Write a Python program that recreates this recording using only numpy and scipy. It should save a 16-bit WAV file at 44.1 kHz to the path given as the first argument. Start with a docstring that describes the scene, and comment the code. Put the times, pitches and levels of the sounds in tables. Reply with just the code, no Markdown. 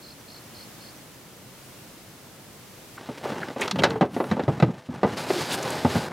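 """A loaded plastic tote is heaved into the back of a vehicle. Knocks on the cargo floor make its
walls ring, it scuffs, and its bottom sticks and slips, so it groans and rubs. One long slide pushes
it home and it bumps to a stop. Before that, for about three seconds in a breezier spot in dry
grassland, a small bird warbles four times, swinging its whistle quickly up and down."""
import sys
import numpy as np
from scipy import signal
from scipy.fft import rfft, irfft, next_fast_len
from scipy.io import wavfile
from scipy.ndimage import map_coordinates

SR = 44100
rng = np.random.default_rng(int(sys.argv[2]) if len(sys.argv) > 2 else 0)


def wav_record(signal):
    """Record a signal, one row per channel, as 16-bit PCM in the file named by sys.argv[1]."""
    frames = np.transpose(np.atleast_2d(signal))
    bounded = np.clip(frames, -1, 1)
    # unit amplitude maps onto the largest positive 16-bit level
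    quanta = np.round(bounded * 32767).astype(np.int16)
    wavfile.write(sys.argv[1], SR, quanta)


N = 269892
SCENE_CHANGE_S = 2.97  # the bird's scene gives way to the tote's

# The tones at which the tote's floor and walls ring.
# Each row: pitch in Hz, level in dB, ring time (seconds to fade by 60 dB).
TOTE_TONES = [(83.5, -11, 0.26), (122.5, 1.5, 0.2), (163.5, 13, 0.064), (204.6, -6, 0.48), (253, -1, 0.24),
              (325.4, 0, 0.16), (372, -12.5, 0.17), (441, -1.5, 0.14), (516.4, 2.5, 0.071),
              (573.6, -2, 0.15), (633, 6, 0.023), (737, 4, 0.034), (805, -2.5, 0.1), (898.6, -5, 0.17),
              (1200, -12, 0.052), (1240, -1, 0.061), (1466, -13.5, 0.12), (1992, -2.5, 0.081),
              (2295, -46, 0.27), (2623, -13, 0.13), (3070, -33, 0.17), (3800, -24, 0.074),
              (3886, -6, 0.035), (4580, -38, 0.033)]
# Shoves that work the tote in. Each row: start in seconds, length in seconds, rub level in dB,
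# then rumble and grit, both in dB above the rub.
TOTE_SHOVES = [(3.199, .33, -36, -5.5, -12), (3.566, .19, -31, -11.5, -13), (3.728, .29, -33.5, 5, -23),
               (4.092, .16, -46, 11, -3.5), (4.221, .22, -38, 2.5, -13), (4.4, .28, -39.5, 2, -13.5),
               (4.645, .21, -47, 0, -13), (4.875, .22, -42.5, 1.5, -13.5), (5.031, 0.19, -36, 0, -9.5)]


def contacts(jostles_per_s=14, tap_hz=247, bottom_db=-3.5):
    """List every blow: taps of the rim, the load rattling in a shove, and heavy landings."""
    # Rim and corners tap the vehicle. Each row: time in seconds, level in dB, extra thump in dB,
    # hardness in dB (harder is brighter).
    taps = [(3.009, -39, -6, 6), (3.088, -30.5, 0, -10), (3.211, -41, 0, -1), (3.252, -23.5, -16, -6),
            (3.301, -26, -8, 7), (3.319, -29, 3, 5), (3.382, -40, -2, 11), (3.484, -29, -8, 11),
            (3.502, -30.5, -7, 4), (3.561, -27, -8, -6), (3.678, -28.5, -2, 26), (3.711, -32, -2, 36),
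            (3.758, -24.5, -14, 10.5), (3.789, -22, -9, -4), (3.821, -20, -7, 8), (3.84, -21, -6, 24.5),
            (3.905, -36.5, 1, 30), (3.956, -27.5, -12, -4), (4.163, -21.5, -4.5, -6),
            (4.201, -16.5, -19, -7), (4.24, -26.5, -5, 6), (4.367, -25, -3, -9), (4.394, -19, -7, -2),
            (4.435, -39, 14, 21.5), (4.6, -21, -2.5, 11.5), (4.687, -32.5, 4.5, -12),
            (4.888, -38.5, 12.5, -9), (5.303, -18.5, -26, 6)]
    # The weight comes down, one edge first. Each row: the same four values as a tap, then thump pitch
    # in Hz, a factor on the ring time, and seconds until the tote lies flat.
    landings = [(3.835, -12.5, -19, 18.5, 384, 0.67, .015), (4.01, -13, -5.5, 0.5, 196, 0.85, .011),
                (4.313, -20, -0.5, 8, 207, 0.63, 0.0048), (4.479, -18, -1.5, -10, 135, 0.78, 0.0075),
                (4.624, -14, 3, 4.5, 156, 0.6, .006), (5.031, -13, -8, -3, 198, 0.81, .015),
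                (5.847, -16, 1.5, -5, 260, 0.71, 0.00491), (5.953, -21, 4, 0, 200, 0.83, .012)]
    light = list(taps)
    for start, length, rub_db, _, _ in TOTE_SHOVES:
        chance = rng.random((16, 3))
        for when, size, hard in chance[:int(jostles_per_s * length)]:
            light.append((start + when * length, rub_db - 6 + 10 * size, -5, 12 * hard))
    blows = []
    for start, db, thump_db, hard_db in light:
        ring = 0.62 - 0.04 * hard_db  # hard taps ring more briefly
        blows.append((start, db, thump_db, hard_db, tap_hz, ring))
    for start, db, thump_db, hard_db, thump_hz, ring, settle_s in landings:
        blows.append((start, db, thump_db, hard_db, thump_hz, ring))
        # the bottom follows the edge: weaker, heavier and softer
        blows.append((start + settle_s, db + bottom_db, thump_db + 4, hard_db - 12, thump_hz, ring))
    return blows


def knocks(dense_db=-3, flex_db=3, flex_ring_s=0.061, flex_rise_s=0.0066, contact_s=0.0004):
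    """Each blow flexes the tote and makes it ring; hard blows are bright, soft ones only thump."""
    # The dense ring of tote and load. Each row: frequency in Hz, ring time in seconds.
    shell_ring = [(100, 0.28), (400, 0.2), (1200, 0.13), (4000, 0.13), (14000, 0.051)]
    # The tone colour of a blow. Each row: frequency in Hz, level in dB.
    blow_colour = [(100, 5), (700, 3.5), (1100, -2), (1500, 2.5), (2500, -9), (4500, -14.5), (8000, -27),
                   (11000, -35.5), (15000, -37)]
    # The ranges of thump, body, clack and crack. Each row: low edge in Hz, high edge in Hz.
    bands = [(75, 300), (300, 1100), (1100, 3200), (3200, 13000)]
    out, t = np.zeros(N), np.arange(SR // 3) / SR
    hz, tone_db, ring_s = np.transpose(TOTE_TONES)[:, :, None]
    filters = [signal.butter(3, band, 'bandpass', fs=SR, output='sos') for band in bands]
    for start, db, thump_db, hard_db, thump_hz, ring in contacts():
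        ring = np.clip(ring, .3, 2.5)
        strengths = amp(tone_db + 0.65 * rng.standard_normal(hz.shape)) * rng.choice([-1, 1], hz.shape)
        tones = np.sum(strengths * np.sin(2 * np.pi * hz * t) * fade(t, ring_s * ring), axis=0)
        dense = coloured(dying_noise(shell_ring, len(t), ring), blow_colour)
        blow = (unit(tones) + amp(dense_db) * dense) * (1 - np.exp(-t / contact_s))
        parts = [unit(signal.sosfilt(sos, blow)) for sos in filters]
        # the loaded bottom bounces at a pitch set by where it lands
        flex = np.sin(2 * np.pi * thump_hz * t) * fade(t, flex_ring_s * ring)
        flex *= 1 - np.exp(-t / flex_rise_s)
        parts[0] = unit(parts[0] + amp(flex_db) * unit(flex))
        band_db = np.array([thump_db - 13.5, -15, 0.55 * hard_db - 25, hard_db - 39])
        add(out, start, np.sqrt(ring) * amp(db + band_db) @ np.array(parts))
    return out


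def friction(drive, grit_colour, slips_per_s, spread_db, judder_db, ringing=0.22):
    """Slips shake the tote's bottom and walls, and grit hisses under it."""
    # Tone colours of the deep rumble and the middle rub. Each row: frequency in Hz, level in dB.
    rumble_colour = [(40, -20), (70, -12.5), (130, 1.5), (230, -3), (300, -5), (500, -51), (1000, -70)]
    rub_colour = [(120, -35), (250, -12), (340, 3.5), (480, 1.5), (680, 0.5), (830, 2.5), (1050, -3.5),
                  (1600, -6), (2300, -17.5), (6000, -43)]

    def walls(f):
        return sum((-1) ** k * resonance(f, hz, np.log(1000) / (np.pi * ring_s))
                   for k, (hz, _, ring_s) in enumerate(TOTE_TONES))

    force = slips(N, slips_per_s, spread_db, smooth=1.0) * amp(judder_db * wobble(70))
    shaken = filtered(force, lambda f: 1 + ringing * walls(f))
    colours = rumble_colour, rub_colour, grit_colour
    return sum(gain * coloured(shaken, colour) for gain, colour in zip(drive, colours))


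def dragging(attack_s=0.066, release_s=0.11, resting_db=-8):
    """Each shove builds up, holds and lets go, over the light rubbing of handling."""
    # Rubbing while the tote is carried: rub level in dB, then rumble and grit in dB above it.
    handling = (-47.5, -3.5, -3.5)
    # The tone colour of grit in a shove. Each row: frequency in Hz, level in dB.
    grit_colour = [(800, -20), (1800, -2.5), (2800, -0.5), (4000, -2.5), (6000, -6.5), (9000, -14),
                   (12000, -20), (16000, -31)]

    def layer_power(effort, rub_db, rumble_db, grit_db):
        return np.outer(amp(rub_db + np.array([rumble_db, 0, grit_db])), effort) ** 2

    t = np.arange(N) / SR
    carried = np.clip((4.0 - t) / 0.36, amp(resting_db), 1)  # sinks as the tote is set down
    power = layer_power((t >= SCENE_CHANGE_S) * carried, *handling)
    for start, length, *levels_db in TOTE_SHOVES:
        effort = np.clip(np.minimum((t - start) / attack_s, (start + length - t) / release_s), 0, 1)
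        power += layer_power(effort, *levels_db)
    return friction(np.sqrt(power), grit_colour, slips_per_s=600, spread_db=1, judder_db=1.94)


def long_slide(rumble_db=-7):
    """One long push slides the tote home; the rumble follows the rub."""
    # The strength of the push. Each row: time in seconds, rub level in dB, grit level in dB.
    push = [(5.16, -44, -54), (5.18, -33, -35.5), (5.268, -37.5, -46), (5.29, -35, -37),
            (5.392, -33, -34.5), (5.474, -35.5, -38), (5.546, -30, -31.5), (5.566, -33, -42),
            (5.7, -32, -39.5), (5.864, -35.5, -42), (5.978, -31, -36), (6.07, -36.5, -46),
            (6.086, -36, -50), (6.092, -45, -56), (6.12, -34, -53)]
    # The tone colour of grit in the slide. Each row: frequency in Hz, level in dB.
    grit_colour = [(800, -33), (1800, -3), (2400, 1.5), (3200, 2), (4100, 3), (5000, 3), (5700, -2),
                   (7000, -4), (10000, -9), (12500, -12), (16000, -25)]
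    rub, grit = gains(push)
    drive = amp(rumble_db) * rub, rub, grit
    return amp(1) * friction(drive, grit_colour, slips_per_s=2800, spread_db=4, judder_db=1.0)


def groans_and_rings(unsteady=0.016, overtone_db=-13, rough_db=3):
    """Short rough tones: groans as the tote drags, and low rings after two bumps."""
    # Each row: start in seconds, length in seconds, level in dB, first and last pitch in Hz.
    rough_tones = [(3.724, 0.052, -28.5, 203.6, 173), (3.87, .135, -31.5, 466, 435),
                   (4.668, 0.046, -28, 165.5, 180), (5.298, 0.0194, -20.5, 376, 374),
                   (5.323, 0.079, -29.5, 379.5, 342), (5.405, .044, -35.5, 148, 142)]
    out = np.zeros(N)
    for start, length, db, start_hz, end_hz in rough_tones:
        n = int(length * SR)
        pitch = np.linspace(start_hz, end_hz, n) * (1 + unsteady * wobble(79)[:n])
        phase = 2 * np.pi * np.cumsum(pitch) / SR
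        tone = np.sin(phase) + amp(overtone_db) * np.sin(2 * phase)
        tone *= amp(rough_db * wobble(119)[:n])
        add(out, start, amp(db) * unit(tone) * signal.windows.tukey(n, .5))
    return out


def scuffs_and_rustle(width=0.56):
    """Short scuffs and ticks, and one longer, faint, high rustle, each around one broad pitch."""
    # Each row: start in seconds, length in seconds, relative level in dB, centre pitch in Hz.
    bursts = [(2.976, 0.0095, -38, 1110), (3.416, 0.0094, -36, 1390), (3.428, 0.011, -29.5, 1400),
              (3.609, .038, -29, 2280), (3.608, 0.017, -37, 7000), (3.784, .024, -30.5, 2900),
              (3.9, 0.0022, -46, 7300), (4.088, .25, -59.5, 10000), (5.172, 0.0031, -35, 4250),
              (5.507, 0.047, -36, 3420), (5.516, 0.048, -38.5, 8600), (5.624, .012, -38, 6500),
              (5.704, 0.0037, -32, 7460)]
    out = np.zeros(N)
    for start, length, db, centre_hz in bursts:
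        n = int(length * SR)
        force = slips(n, per_s=1500, spread_db=4, smooth=0.91) * signal.windows.tukey(n, .5)
        ring = filtered(np.pad(force, (0, n)), lambda f: resonance(f, centre_hz, width * centre_hz) ** 2)
        add(out, start, amp(db - 2.5) * unit(ring))
    return out


def cargo_bay(x):
    """The inside of the vehicle adds a short echo."""
    # Each row: frequency in Hz, ring time in seconds.
    bay_ring = [(100, 0.36), (1000, 0.55), (10000, 0.14)]
    return with_echo(x, bay_ring, echo_db=-22.5)


def bird(swings_per_s=50.0, swing_hz=980, fade_db=7, lead_s=.014, sweep_hz=750):
    """Each warble swings in pitch: clear and loud at the bottom, faint and ragged at the top."""
    # Each row: first dip of pitch in seconds, length in seconds, relative level in dB, low pitch in Hz.
    warbles = [(0.027, 0.13, -46, 4150), (.285, 0.13, -46.5, 4120), (.550, 0.12, -45, 4180),
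               (0.81, 0.122, -47, 4200)]
    # Thin falling whistles. Each row: start in seconds, length in seconds, level in dB, end pitch in Hz.
    whistles = [(0.178, .04, -59, 5700), (.44, .04, -61, 5700), (0.952, .045, -58, 5700)]
    song = np.zeros(N)
    for first_dip, length, db, low_hz in warbles:
        t = np.arange(int(length * SR)) / SR - lead_s
        height = np.abs(np.sin(np.pi * swings_per_s * t)) ** 1.9
        ragged = 330 * height * wobble(600)[:len(t)]
        pitch = low_hz + swing_hz * height + ragged + 50 * wobble(45.4)[:len(t)]
        swell = signal.windows.tukey(len(t), .35) * amp(db - fade_db * height)
        add(song, first_dip - lead_s, 1.08 * swell * np.sin(2 * np.pi * np.cumsum(pitch) / SR))
    for start, length, db, end_hz in whistles:
        progress = np.linspace(0, 1, int(length * SR))
        pitch = end_hz + sweep_hz * (1 - progress) ** 2
        swell = amp(db) * np.sin(np.pi * progress)
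        add(song, start, swell * np.sin(2 * np.pi * np.cumsum(pitch) / SR))
    return with_echo(song, [(4000, 0.15)], echo_db=-6)  # brush scatters the song


def wide_noise(colour):
    """Steady noise in stereo, widest in the treble."""
    # Stereo width. Each row: frequency in Hz, level of the side signal in dB above the middle.
    width = [(60, -3), (110, -13.5), (200, -12.5), (380, -11), (700, -7.5), (1290, -6), (2380, -4.5),
             (4400, -2), (8120, -2), (15000, -1)]
    mid = coloured(rng.standard_normal(N), colour)
    side = shaped(coloured(rng.standard_normal(N), colour), width)
    return np.array([mid + side, mid - side])


def background():
    """A faint breeze gives way to a faint, wide, steady hiss that drops after the first heavy blow."""
    # Tone colours of the breeze and the hiss. Each row: frequency in Hz, level in dB.
    breeze_colour = [(15, -50), (25, -21), (53, -12), (70, -11.5), (120, -1), (200, -3.5), (223, -4.5),
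                     (335, -5.5), (373, -8), (575, -9.5), (659, -11.5), (962, -14), (1890, -17),
                     (14800, -25), (16000, -28)]
    hiss_colour = [(25, -26), (60, 0), (140, 1), (400, -8.5), (1000, -27), (3000, -25.5), (8000, -13),
                   (16000, -15)]
    # How loud the hiss is. Each row: time in seconds, level in dB.
    hiss_levels = [(2.97, -58), (3.02, -58.5), (3.81, -61), (3.85, -65.5), (6.13, -78)]
    breeze = amp(-47.0 + 0.71 * wobble(2.87)) * wide_noise(breeze_colour)
    hiss = gains(hiss_levels)[0] * wide_noise(hiss_colour)
    return np.where(np.arange(N) / SR < SCENE_CHANGE_S, breeze, hiss)


def slips(n, per_s, spread_db, smooth):
    """Friction force: tiny slips of uneven size over smooth rubbing."""
    hits = (rng.random(n) < per_s / SR) * rng.choice([-1, 1], n)
    sizes = amp(spread_db * np.clip(rng.standard_normal(n), -2, 2))
    return unit(unit(hits * sizes) + smooth * rng.standard_normal(n))


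def resonance(f, centre, width):
    """How one ringing tone answers a push at frequency f; all three values are in Hz."""
    return 1j * f * width / (centre ** 2 - f ** 2 + 1j * f * width)


def fade(t, ring_s):
    """A gain that falls by 60 dB every ring_s seconds."""
    return np.exp(-np.log(1000) * t / ring_s)


def dying_noise(ring_times, n, stretch=1):
    """Noise in which each frequency dies at its own speed."""
    hz, t, spectrum = signal.stft(rng.standard_normal(n), SR, nperseg=128)
    spectrum *= fade(t, stretch * along(ring_times, hz)[:, None])
    return signal.istft(spectrum, SR, nperseg=128)[1][:n]


def with_echo(x, ring_times, echo_db):
    """Add a short wash of reflections to x."""
    tail = dying_noise(ring_times, SR // 3)
    return x + amp(echo_db) * signal.fftconvolve(x, tail / np.linalg.norm(tail))[:N]


def amp(db):
    """Turn decibels into a gain."""
    return 10 ** (np.asarray(db) / 20)


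def unit(x):
    """Scale to an average (rms) level of 1."""
    return x / np.sqrt(np.mean(x ** 2) + 1e-20)


def along(points, hz):
    """Read between (Hz, value) points on a log frequency axis."""
    f, values = np.transpose(points)
    return np.interp(np.log(hz + 1), np.log(f + 1), values)


def gains(rows):
    """One gain per sample for each dB column, silent outside the rows' times."""
    times, *columns = np.transpose(rows)
    return [amp(np.interp(np.arange(N) / SR, times, db, left=-120, right=-120)) for db in columns]


def wobble(per_s):
    """A smooth curve through per_s random points a second."""
    return map_coordinates(rng.standard_normal(int(N * per_s / SR) + 4), [np.arange(N) * per_s / SR])


def filtered(x, response):
    """Multiply each frequency in x by response(Hz)."""
    n = x.shape[-1]
    padded = next_fast_len(n + 8192)
    return irfft(rfft(x, padded) * response(np.fft.rfftfreq(padded, 1 / SR)), padded)[..., :n]


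def shaped(x, colour):
    """Filter x by a curve of (Hz, dB) points."""
    return filtered(x, lambda hz: amp(along(colour, hz)))


def coloured(x, colour):
    """Give x a tone colour and an average level of 1."""
    return unit(shaped(x, colour))


def add(track, start_s, x):
    """Mix x into the track at start_s."""
    start = max(round(start_s * SR), 0)
    track[start:start + len(x)] += x[:max(len(track) - start, 0)]


def scene():
    """Breeze and bird, then the tote in the cargo bay."""
    tote = dragging() + long_slide() + scuffs_and_rustle() + groans_and_rings() + knocks()
    tote = shaped(tote, [(30, -16), (58, -8.5), (80, -0.5)])  # a box this small gives little deep bass
    return background() + bird() + cargo_bay(tote)


def record(dry, ceiling=.62, top_hz=15900):
    """Round off the highest peaks and cut everything above top_hz."""
    rounded = dry / (1 + np.abs(dry / ceiling) ** 6) ** (1 / 6)
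    return filtered(rounded, lambda hz: hz < top_hz)


dry = scene()
out = record(dry)
wav_record(out)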